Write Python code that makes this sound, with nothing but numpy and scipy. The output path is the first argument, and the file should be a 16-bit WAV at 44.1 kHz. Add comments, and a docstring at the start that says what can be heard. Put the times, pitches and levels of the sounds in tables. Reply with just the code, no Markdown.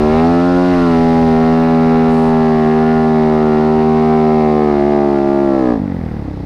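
"""A single-cylinder four-stroke dirt bike climbs a sandy hill at full throttle, heard from the rider's helmet.
The revs flare up, then sag as the hill steepens: boom, growl and rasp all follow the cycle's pressure pulses.
Early on a spray of sand bursts over the thin ticking of noise-like grit on the plastics.
Near the top the throttle shuts: the engine putters down in soft sucks and pops, and slack gears knock briefly.
Turbulent gas noise breathes with the valves, and low wind noise buffets the microphone throughout."""
import sys
import numpy as np
from scipy import signal
from scipy.fft import rfft, irfft, next_fast_len
from scipy.io import wavfile
from scipy.ndimage import uniform_filter1d

SR = 44100
rng = np.random.default_rng(int(sys.argv[2]) if len(sys.argv) > 2 else 0)


def pcm_store(signal):
    """Save signal as 16-bit PCM."""
    levels = np.round(np.clip(np.atleast_2d(signal), -1, 1) * 32767)
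    wavfile.write(sys.argv[1], SR, levels.astype(np.int16).T)


N = 284445
TIME = np.arange(N) / SR
# firing rate with the throttle shut: the revs fall towards it
IDLE_HZ = 23.44


def from_db(db):
    """Decibels to gain."""
    return 10 ** (np.asarray(db) / 20)


def rms_one(x):
    """Scale to rms 1."""
    return x / np.sqrt(np.mean(x ** 2) + 1e-20)


def evened(x, size=3500):
    """Hold the running rms near 1; size is the smoothing length in samples."""
    power = uniform_filter1d(uniform_filter1d(x ** 2, size), size)
    return x / np.sqrt(np.maximum(power, 1e-12))


def in_time(rows):
    """Each column of a curve over time, sample by sample."""
    s, *columns = np.transpose(rows)
    return [np.interp(TIME, s, column) for column in columns]


def at_revs(rows, firing_hz):
    """Each column of a table over engine speed, sample by sample."""
    hz, *columns = np.transpose(rows)
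    return [np.interp(firing_hz, hz, column) for column in columns]


def at_hz(points, hz):
    """Gain of a spectrum at the given frequencies, interpolated over log frequency."""
    freqs, levels = np.transpose(points)
    return from_db(np.interp(np.log(np.maximum(hz, 1)), np.log(freqs), levels))


def ramp(start_s, length_s):
    """Rise from 0 to 1."""
    return np.clip((TIME - start_s) / length_s, 0, 1)


def drift(rate):
    """Smooth chance of spread 1 that changes about rate times a second."""
    step = 64
    r = np.exp(-2 * np.pi * rate * step / SR)
    chance = rng.standard_normal(N // step + 2002)
    # the first 2000 steps let the filter settle
    slow = signal.lfilter([1], [1, -2 * r, r * r], chance)[2000:]
    return np.interp(np.arange(N) / step, np.arange(len(slow)), rms_one(slow))


def coloured(x, spectrum):
    """Causal (minimum-phase) filter with the given spectrum."""
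    size = 2 * next_fast_len(N // 2 + 4096)
    cepstrum = irfft(np.log(at_hz(spectrum, np.arange(size // 2 + 1) * SR / size)))
    # folding the cepstrum onto positive time makes the filter causal
    cepstrum[1:size // 2] *= 2
    cepstrum[size // 2 + 1:] = 0
    response = np.exp(rfft(cepstrum))
    return irfft(rfft(x, size) * response)[:N]


def noise(spectrum):
    """Coloured noise of rms 1."""
    return rms_one(coloured(rng.standard_normal(N), spectrum))


def resonance(x, hz, width_hz):
    """Two-pole resonance."""
    r = np.exp(-np.pi * width_hz / SR)
    return signal.lfilter([1, 0, -1], [1, -2 * r * np.cos(2 * np.pi * hz / SR), r * r], x + 1e-18)


def pulses(cycles, place, spread_db):
    """One click a cycle at the given place, each of its own strength."""
    turns = np.arange(int(cycles[-1]) + 1) + place % 1
    at = np.interp(turns[turns < cycles[-1]], cycles, np.arange(N))
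    strength = from_db(spread_db * rng.standard_normal(1000)[:len(at)])
    out, whole = np.zeros(N + 1), at.astype(int)
    # share each click between two samples to place it exactly
    out[whole] += strength * (1 - at % 1)
    out[whole + 1] += strength * (at % 1)
    return out[:N]


def valve_open(cycles, place, sharpness):
    """A smooth gate that peaks once a cycle."""
    return np.exp(sharpness * (np.cos(2 * np.pi * (cycles - place)) - 1))


def engine_speed():
    """Firings per second: the revs under load, then a free coast towards idle."""
    # engine speed while pulling: t/s, firing rate/Hz
    revs = [(0.0, 75.21), (0.1, 76.61), (0.305, 85.25), (0.488, 88.56), (0.709, 89.86), (0.954, 82.25),
            (1.2, 81.7), (1.337, 79.92), (1.615, 81.59), (2.349, 79.78), (2.649, 77.69), (2.927, 79.15),
            (3.566, 76.44), (3.637, 77.39), (4.059, 78.28), (4.38, 77.44), (4.645, 74.74), (4.81, 71.1),
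            (4.901, 73.13), (5.204, 69.37), (5.423, 69.6), (5.577, 66.52), (5.722, 59.79), (5.8, 51.56)]
    coast_s = .4901  # time constant
    pulling_hz, = in_time(revs)
    coasted_s = np.maximum(TIME - revs[-1][0], 0)
    return IDLE_HZ + (pulling_hz - IDLE_HZ) * np.exp(-coasted_s / coast_s)


def engine_order(cycles, firing_hz, order):
    """One complex harmonic of height 1, its phase set by the cycle's pulses; the valve thump gains most with revs."""
    # pressure pulses (intake, valve closing, exhaust):
    # place in cycle/0-1, level/dB, corner f/Hz, gain with firing rate/(dB per Hz)
    strokes = [(.65, -0.5, 835, 0.5), (.05, -3, 690, 1.13), (.42, -6.5, 1600, 1)]
    hz = order * np.mean(firing_hz)
    above_usual = firing_hz - np.median(firing_hz)
    total = 0
    for place, db, corner, slope in strokes:
        strength = from_db(db + slope * above_usual) / (1 + (hz / corner) ** 2)
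        total = total + strength * np.exp(-2j * np.pi * order * place)
    return np.exp(1j * (2 * np.pi * order * cycles + np.angle(total)))


def boom(cycles, firing_hz, flutter_db=0.19, waver_db=0.5):
    """The airbox passes the lowest orders as clean, wavering tones; pulses weaken the fourth at one speed."""
    # level of the firing fundamental: t/s, level/dB
    fundamental = [(0.1, -24.5), (.6, -34), (1.0, -31), (1.65, -36), (3.6, -31), (4.3, -30.5), (4.8, -28.5),
                   (5.25, -35.5), (5.72, -31)]
    # airbox resonances that the next orders slide through: f/Hz, level/dB
    airbox_colour = [(138, -39), (162, -27.5), (190, -26), (210, -20.5), (242, -13), (270, -14.5),
                     (310, -16), (350, -15), (388, -15.5), (410, -19), (435, -22.5), (448, -28)]
    # feed of those orders: order, level/dB, waver/dB
    boom_feed = [(2, 8.5, 0.47), (3, 1, 0.27), (4, -3.5, 1), (5, 0.5, 0.54)]
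    # the pulses cancel around this firing rate: rate, half-width, share left
    cancel_at_hz, cancel_width_hz, cancel_left = 79.36, 3.93, .2

    fundamental_db = in_time(fundamental)[0] + waver_db * drift(11)
    tones = from_db(fundamental_db) * engine_order(cycles, firing_hz, 1).real
    off = (firing_hz - cancel_at_hz) / cancel_width_hz
    for order, db, sway_db in boom_feed:
        order = round(order)
        gain = from_db(db + sway_db * drift(6)) * at_hz(airbox_colour, order * firing_hz)
        if order == 4:
            gain = gain * np.hypot(off, cancel_left) / np.hypot(off, 1)
        tones = tones + gain * engine_order(cycles, firing_hz, order).real
    # sqrt(2) turns tone heights into rms levels
    return np.sqrt(2) * tones * from_db(flutter_db * drift(22))


def growl(cycles, firing_hz, flutter_db=.5, swell_db=2.5, rough=0.21):
    """Middle orders slide through three duct bands; shifting reflections swell them, uneven burns roughen them."""
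    # duct resonances: f/Hz, level/dB
    growl_colour = [(400, -6), (440, -3), (500, -16), (550, -10), (620, -7), (660, -13.5), (710, -8.5),
                    (790, -5), (890, -17.5), (990, -16), (1100, -18), (1250, -19.5), (1420, -20.5),
                    (1560, -27.5)]
    # how strongly the valve timing feeds each order: order, level/dB
    order_feed = [(6, -0.5), (7, -0.5), (8, -1.5), (9, 3), (10, 0.5), (11, -0.5), (13, 0.5), (16, -0.5),
                  (17, -1), (19, -3.5), (22, -8)]
    # duct bands before trim: t/s, lower level/dB, middle level/dB, upper level/dB
    duct_levels = [(0.0, -22, -24, -28), (0.16, -20.5, -20.5, -23.5), (0.25, -27, -17.5, -26.5),
                   (0.43, -23, -23.5, -24.5), (0.72, -22.5, -23, -25.5), (0.84, -27.5, -27, -23),
                   (1.05, -24, -19, -28), (1.51, -25, -22, -26.5), (3.09, -27, -20.5, -27.5),
                   (3.33, -23, -22, -28), (4.06, -28, -20, -27), (4.25, -25, -18.5, -26.5),
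                   (4.59, -19.5, -19.5, -28.5), (4.72, -22, -22, -27.5), (4.84, -22, -22.5, -34),
                   (4.97, -19.5, -20.5, -28), (5.15, -21, -23, -30.5), (5.72, -19, -25.5, -29.5)]
    # trim of the lower, middle and upper band: level/dB
    duct_trims_db = [1.5, 0, -0.5]

    lower = middle = upper = 0
    for order in range(6, 23):
        # short waves are scattered most, which spreads them over the whole cycle
        scatter = min((order - 5) / 9, 1.3)
        paths = from_db(swell_db * drift(1.6))
        paths = paths * np.exp(1j * scatter * drift(.6))
        burns = 1 + rough * scatter * (drift(12) + 1j * drift(28))
        hz = order * firing_hz
        feed_db = np.interp(order, *np.transpose(order_feed))
        gain = from_db(feed_db) * at_hz(growl_colour, hz)
        tone = gain * (paths * burns * engine_order(cycles, firing_hz, order)).real
        # crossfade between ducts over 50 Hz
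        past_lower = np.clip(.5 + (hz - 665) / 50, 0, 1)
        past_middle = np.clip(.5 + (hz - 920) / 50, 0, 1)
        lower = lower + (1 - past_lower) * tone
        middle = middle + (past_lower - past_middle) * tone
        upper = upper + past_middle * tone
    ducts = 0
    for db, trim_db, duct in zip(in_time(duct_levels), duct_trims_db, (lower, middle, upper)):
        ducts = ducts + from_db(db + trim_db) * evened(duct)
    return ducts * from_db(flutter_db * drift(17))


def rasp(cycles, intake_db=-3.5, thump_db=-7, ground_db=-5, trim_db=-2.0, surge_db=1.3):
    """The sharp exhaust front and its bounce off the ground, then weaker intake and valve-closing fronts."""
    # rasp of the sharp fronts: f/Hz, level/dB
    rasp_colour = [(700, -35), (1300, -17), (1540, -9.5), (1660, 2), (1900, 2), (2200, 0), (2450, -10),
                   (2800, -7), (3200, -21.5), (3900, -14.5), (4600, -21.5), (6000, -43.5)]
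    exhaust = pulses(cycles, place=.42, spread_db=.8)
    # the other fronts wander in time
    bounce = pulses(cycles + .008 * drift(.8), place=.48, spread_db=.8)
    intake = pulses(cycles + .008 * drift(.8), place=.74, spread_db=1.1)
    thump = pulses(cycles + .008 * drift(.8), place=.03, spread_db=1.1)
    fronts = exhaust + from_db(ground_db) * bounce
    fronts = fronts + from_db(intake_db) * intake + from_db(thump_db) * thump
    return from_db(trim_db + surge_db * drift(8.3)) * evened(coloured(fronts, rasp_colour))


def panel(cycles, firing_hz, ring_hz=1690, width_hz=70):
    """Every firing shakes a panel with one narrow mode."""
    # the panel rings along once the revs sag: firing rate/Hz, level/dB
    panel_ring = [(69.8, -40), (72, -52.5), (76, -60.5)]
    kicks = pulses(cycles, place=.45, spread_db=1.8)
    shaken = resonance(kicks, ring_hz, width_hz)
    return from_db(at_revs(panel_ring, firing_hz)[0]) * evened(shaken)


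def putter(cycles, firing_hz, loose=0.0095, uneven_db=1.6):
    """With the throttle shut each cycle is a soft suck and dull pops in the pipe, loosely timed."""
    # pulses of one cycle: place in cycle/0-1, relative pressure (negative sucks)
    shut_strokes = [(.6, 0.35), (.7, -0.64), (.83, 0.82), (0.94, 0.09), (.3, 0.19)]
    # dull pipe: f/Hz, level/dB
    putter_colour = [(30, -19), (70, 5), (130, -5.5), (200, -1.5), (290, 0.5), (390, -14.5), (510, -13),
                     (620, -24), (820, -17), (1200, -52), (3000, -71)]
    idle_db, rise_db_per_hz = -25, 0.3
    pops = 0
    for place, pressure in shut_strokes:
        loose_cycles = cycles + loose * drift(20.4)
        pops = pops + pressure * pulses(loose_cycles, place, spread_db=uneven_db)
    level_db = idle_db + rise_db_per_hz * (firing_hz - IDLE_HZ)
    return from_db(level_db) * evened(coloured(pops, putter_colour))


def gear_knock(cycles):
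    """Slack gears knock once a cycle after the drive lets go: a dry click, then a brief rattle."""
    # hard gearbox click: f/Hz, level/dB
    knock_colour = [(600, -25), (900, -10), (1200, -10), (1600, 0), (2050, 0), (2500, -15), (5000, -28),
                    (9000, -55), (14000, -75)]
    from_s, run_s, peak_db, fade_db_per_s = 5.87, .34, -26.5, 17
    since_s = np.maximum(TIME - from_s, 0)
    running = (since_s > 0) * (since_s < run_s)
    fade = running * from_db(-fade_db_per_s * since_s)
    clicks = fade * pulses(cycles, place=.69, spread_db=1.8)
    # the rattle dies with a 1 ms time constant
    tail = signal.lfilter([1], [1, -np.exp(-1 / (.001 * SR))], clicks + 1e-18)
    rattle = .2 * tail * rng.standard_normal(N)
    knocks = coloured(clicks + rattle, knock_colour)
    return from_db(peak_db) * knocks / np.abs(knocks).max()


def gas_noise(cycles, spectrum, steady, intake_share):
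    """Turbulence that swells while the exhaust and intake valves are open."""
    exhaust = valve_open(cycles, place=.42, sharpness=11.0)
    intake = valve_open(cycles, place=0.76, sharpness=4.5)
    return noise(spectrum) * rms_one(steady + exhaust + intake_share * intake)


def sand(per_s, spectrum):
    """Grains flung up by the tyres tick on the plastics: random clicks of random size and sign."""
    sizes = from_db(3 * np.minimum(rng.exponential(1, N), 4)) * rng.choice([-1, 1], N)
    hits = rng.random(N) < per_s / SR
    return rms_one(coloured(sizes * hits, spectrum))


def spray():
    """A short, dense shower of sand."""
    # bright sand shower: f/Hz, level/dB
    spray_colour = [(3000, -23), (6500, -2), (9000, 1.5), (12000, -9), (14000, -28)]
    full_at_s, full_s, edge_s, level_db = 2.13, 0.15, .05, -54.5
    burst = ramp(full_at_s - edge_s, edge_s) - ramp(full_at_s + full_s, edge_s)
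    return from_db(level_db) * burst * sand(6000, spray_colour)


def wind(gust_db=1.0):
    """Lumpy low buffeting on the microphone port: dark noise with a drifting level."""
    # wind on the helmet, easing through the climb and swelling again near the end: t/s, level/dB
    wind_level = [(0, -28), (.5, -30.5), (1, -28.5), (2.2, -32), (3.5, -35.5), (5.3, -43), (5.85, -40),
                  (6.07, -31), (6.45, -36)]
    # low buffeting: f/Hz, level/dB
    wind_colour = [(12, -5.5), (25, 4.5), (45, 3.5), (80, -2.5), (130, -6), (250, -17), (600, -56.5)]
    return from_db(in_time(wind_level)[0] + gust_db * drift(5.5)) * noise(wind_colour)


def scene(open_churn_db=1.0, shut_churn_db=7.0, grit_db=-23):
    """Crank angle times every engine layer; the throttle hands over from full cry to putter."""
    # load on the engine: t/s, exhaust rasp level/dB, gas hiss level/dB
    load = [(0, -35.5, -39), (.2, -32, -38), (.5, -37.5, -38.5), (.75, -31.5, -37), (1.7, -33, -41),
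            (3.1, -33.5, -42.5), (4.2, -35, -42.5), (5.0, -38.5, -44.5), (5.4, -48, -46), (5.7, -42, -45),
            (5.8, -48, -53), (6.45, -52, -53)]
    # dark turbulence, bright turbulence and ticking grit: f/Hz, level/dB
    churn_colour = [(100, -7.5), (200, -5.5), (400, 2), (820, -1.5), (1250, -6), (1550, -10.5),
                    (2000, -8.5), (3000, -33.5), (5000, -46)]
    hiss_colour = [(1470, -16), (2500, -1.5), (2800, -5), (3220, -6.5), (3880, -5), (5000, -7.5),
                   (6890, -20.5), (7990, -24.5), (9140, -21.5), (10500, -32.5), (13500, -40.5),
                   (14800, -52)]
    sand_colour = [(1500, -23), (4000, 5.5), (7000, 0.5), (9000, -5.5), (12000, -10.5), (14500, -26.5)]
    # the throttle snaps shut: start, time taken, opening left (0-1)
    shut_at_s, shutting_s, shut_opening = 5.72, 0.084, .04

    firing_hz = engine_speed()
    rasp_db, hiss_db = in_time(load)
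    throttle = 1 - (1 - shut_opening) * ramp(shut_at_s, shutting_s)
    # no two burns push the crank alike
    unevenness = .0007 * drift(25)
    cycles = .079 + np.cumsum(firing_hz) / SR + unevenness

    pulling = boom(cycles, firing_hz) + growl(cycles, firing_hz)
    pulling = pulling + from_db(rasp_db) * rasp(cycles) + panel(cycles, firing_hz)
    engine = throttle * pulling + (1 - throttle) * putter(cycles, firing_hz) + gear_knock(cycles)

    churn_db = rasp_db + throttle * open_churn_db + (1 - throttle) * shut_churn_db
    churn_steady = 1.0 + 1.6 * (1 - throttle)
    churn = from_db(churn_db) * gas_noise(cycles, churn_colour, churn_steady, intake_share=0.32)
    hiss = from_db(hiss_db) * gas_noise(cycles, hiss_colour, steady=3.5, intake_share=0.54)
    # the grit follows the hiss level
    grit = from_db(hiss_db + grit_db) * sand(250, sand_colour) + spray()
    return (engine + churn + hiss + grit + wind())[None]


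def record(dry):
    """The highest peaks are rounded and the top is cut."""
    ceiling, cutoff_hz = 0.89, 14800
    rounded = dry / (1 + (dry / ceiling) ** 8) ** (1 / 8)
    top_cut = signal.ellip(10, .1, 90, cutoff_hz, fs=SR, output="sos")
    return signal.sosfilt(top_cut, rounded)


dry = scene()
out = record(dry)
pcm_store(out)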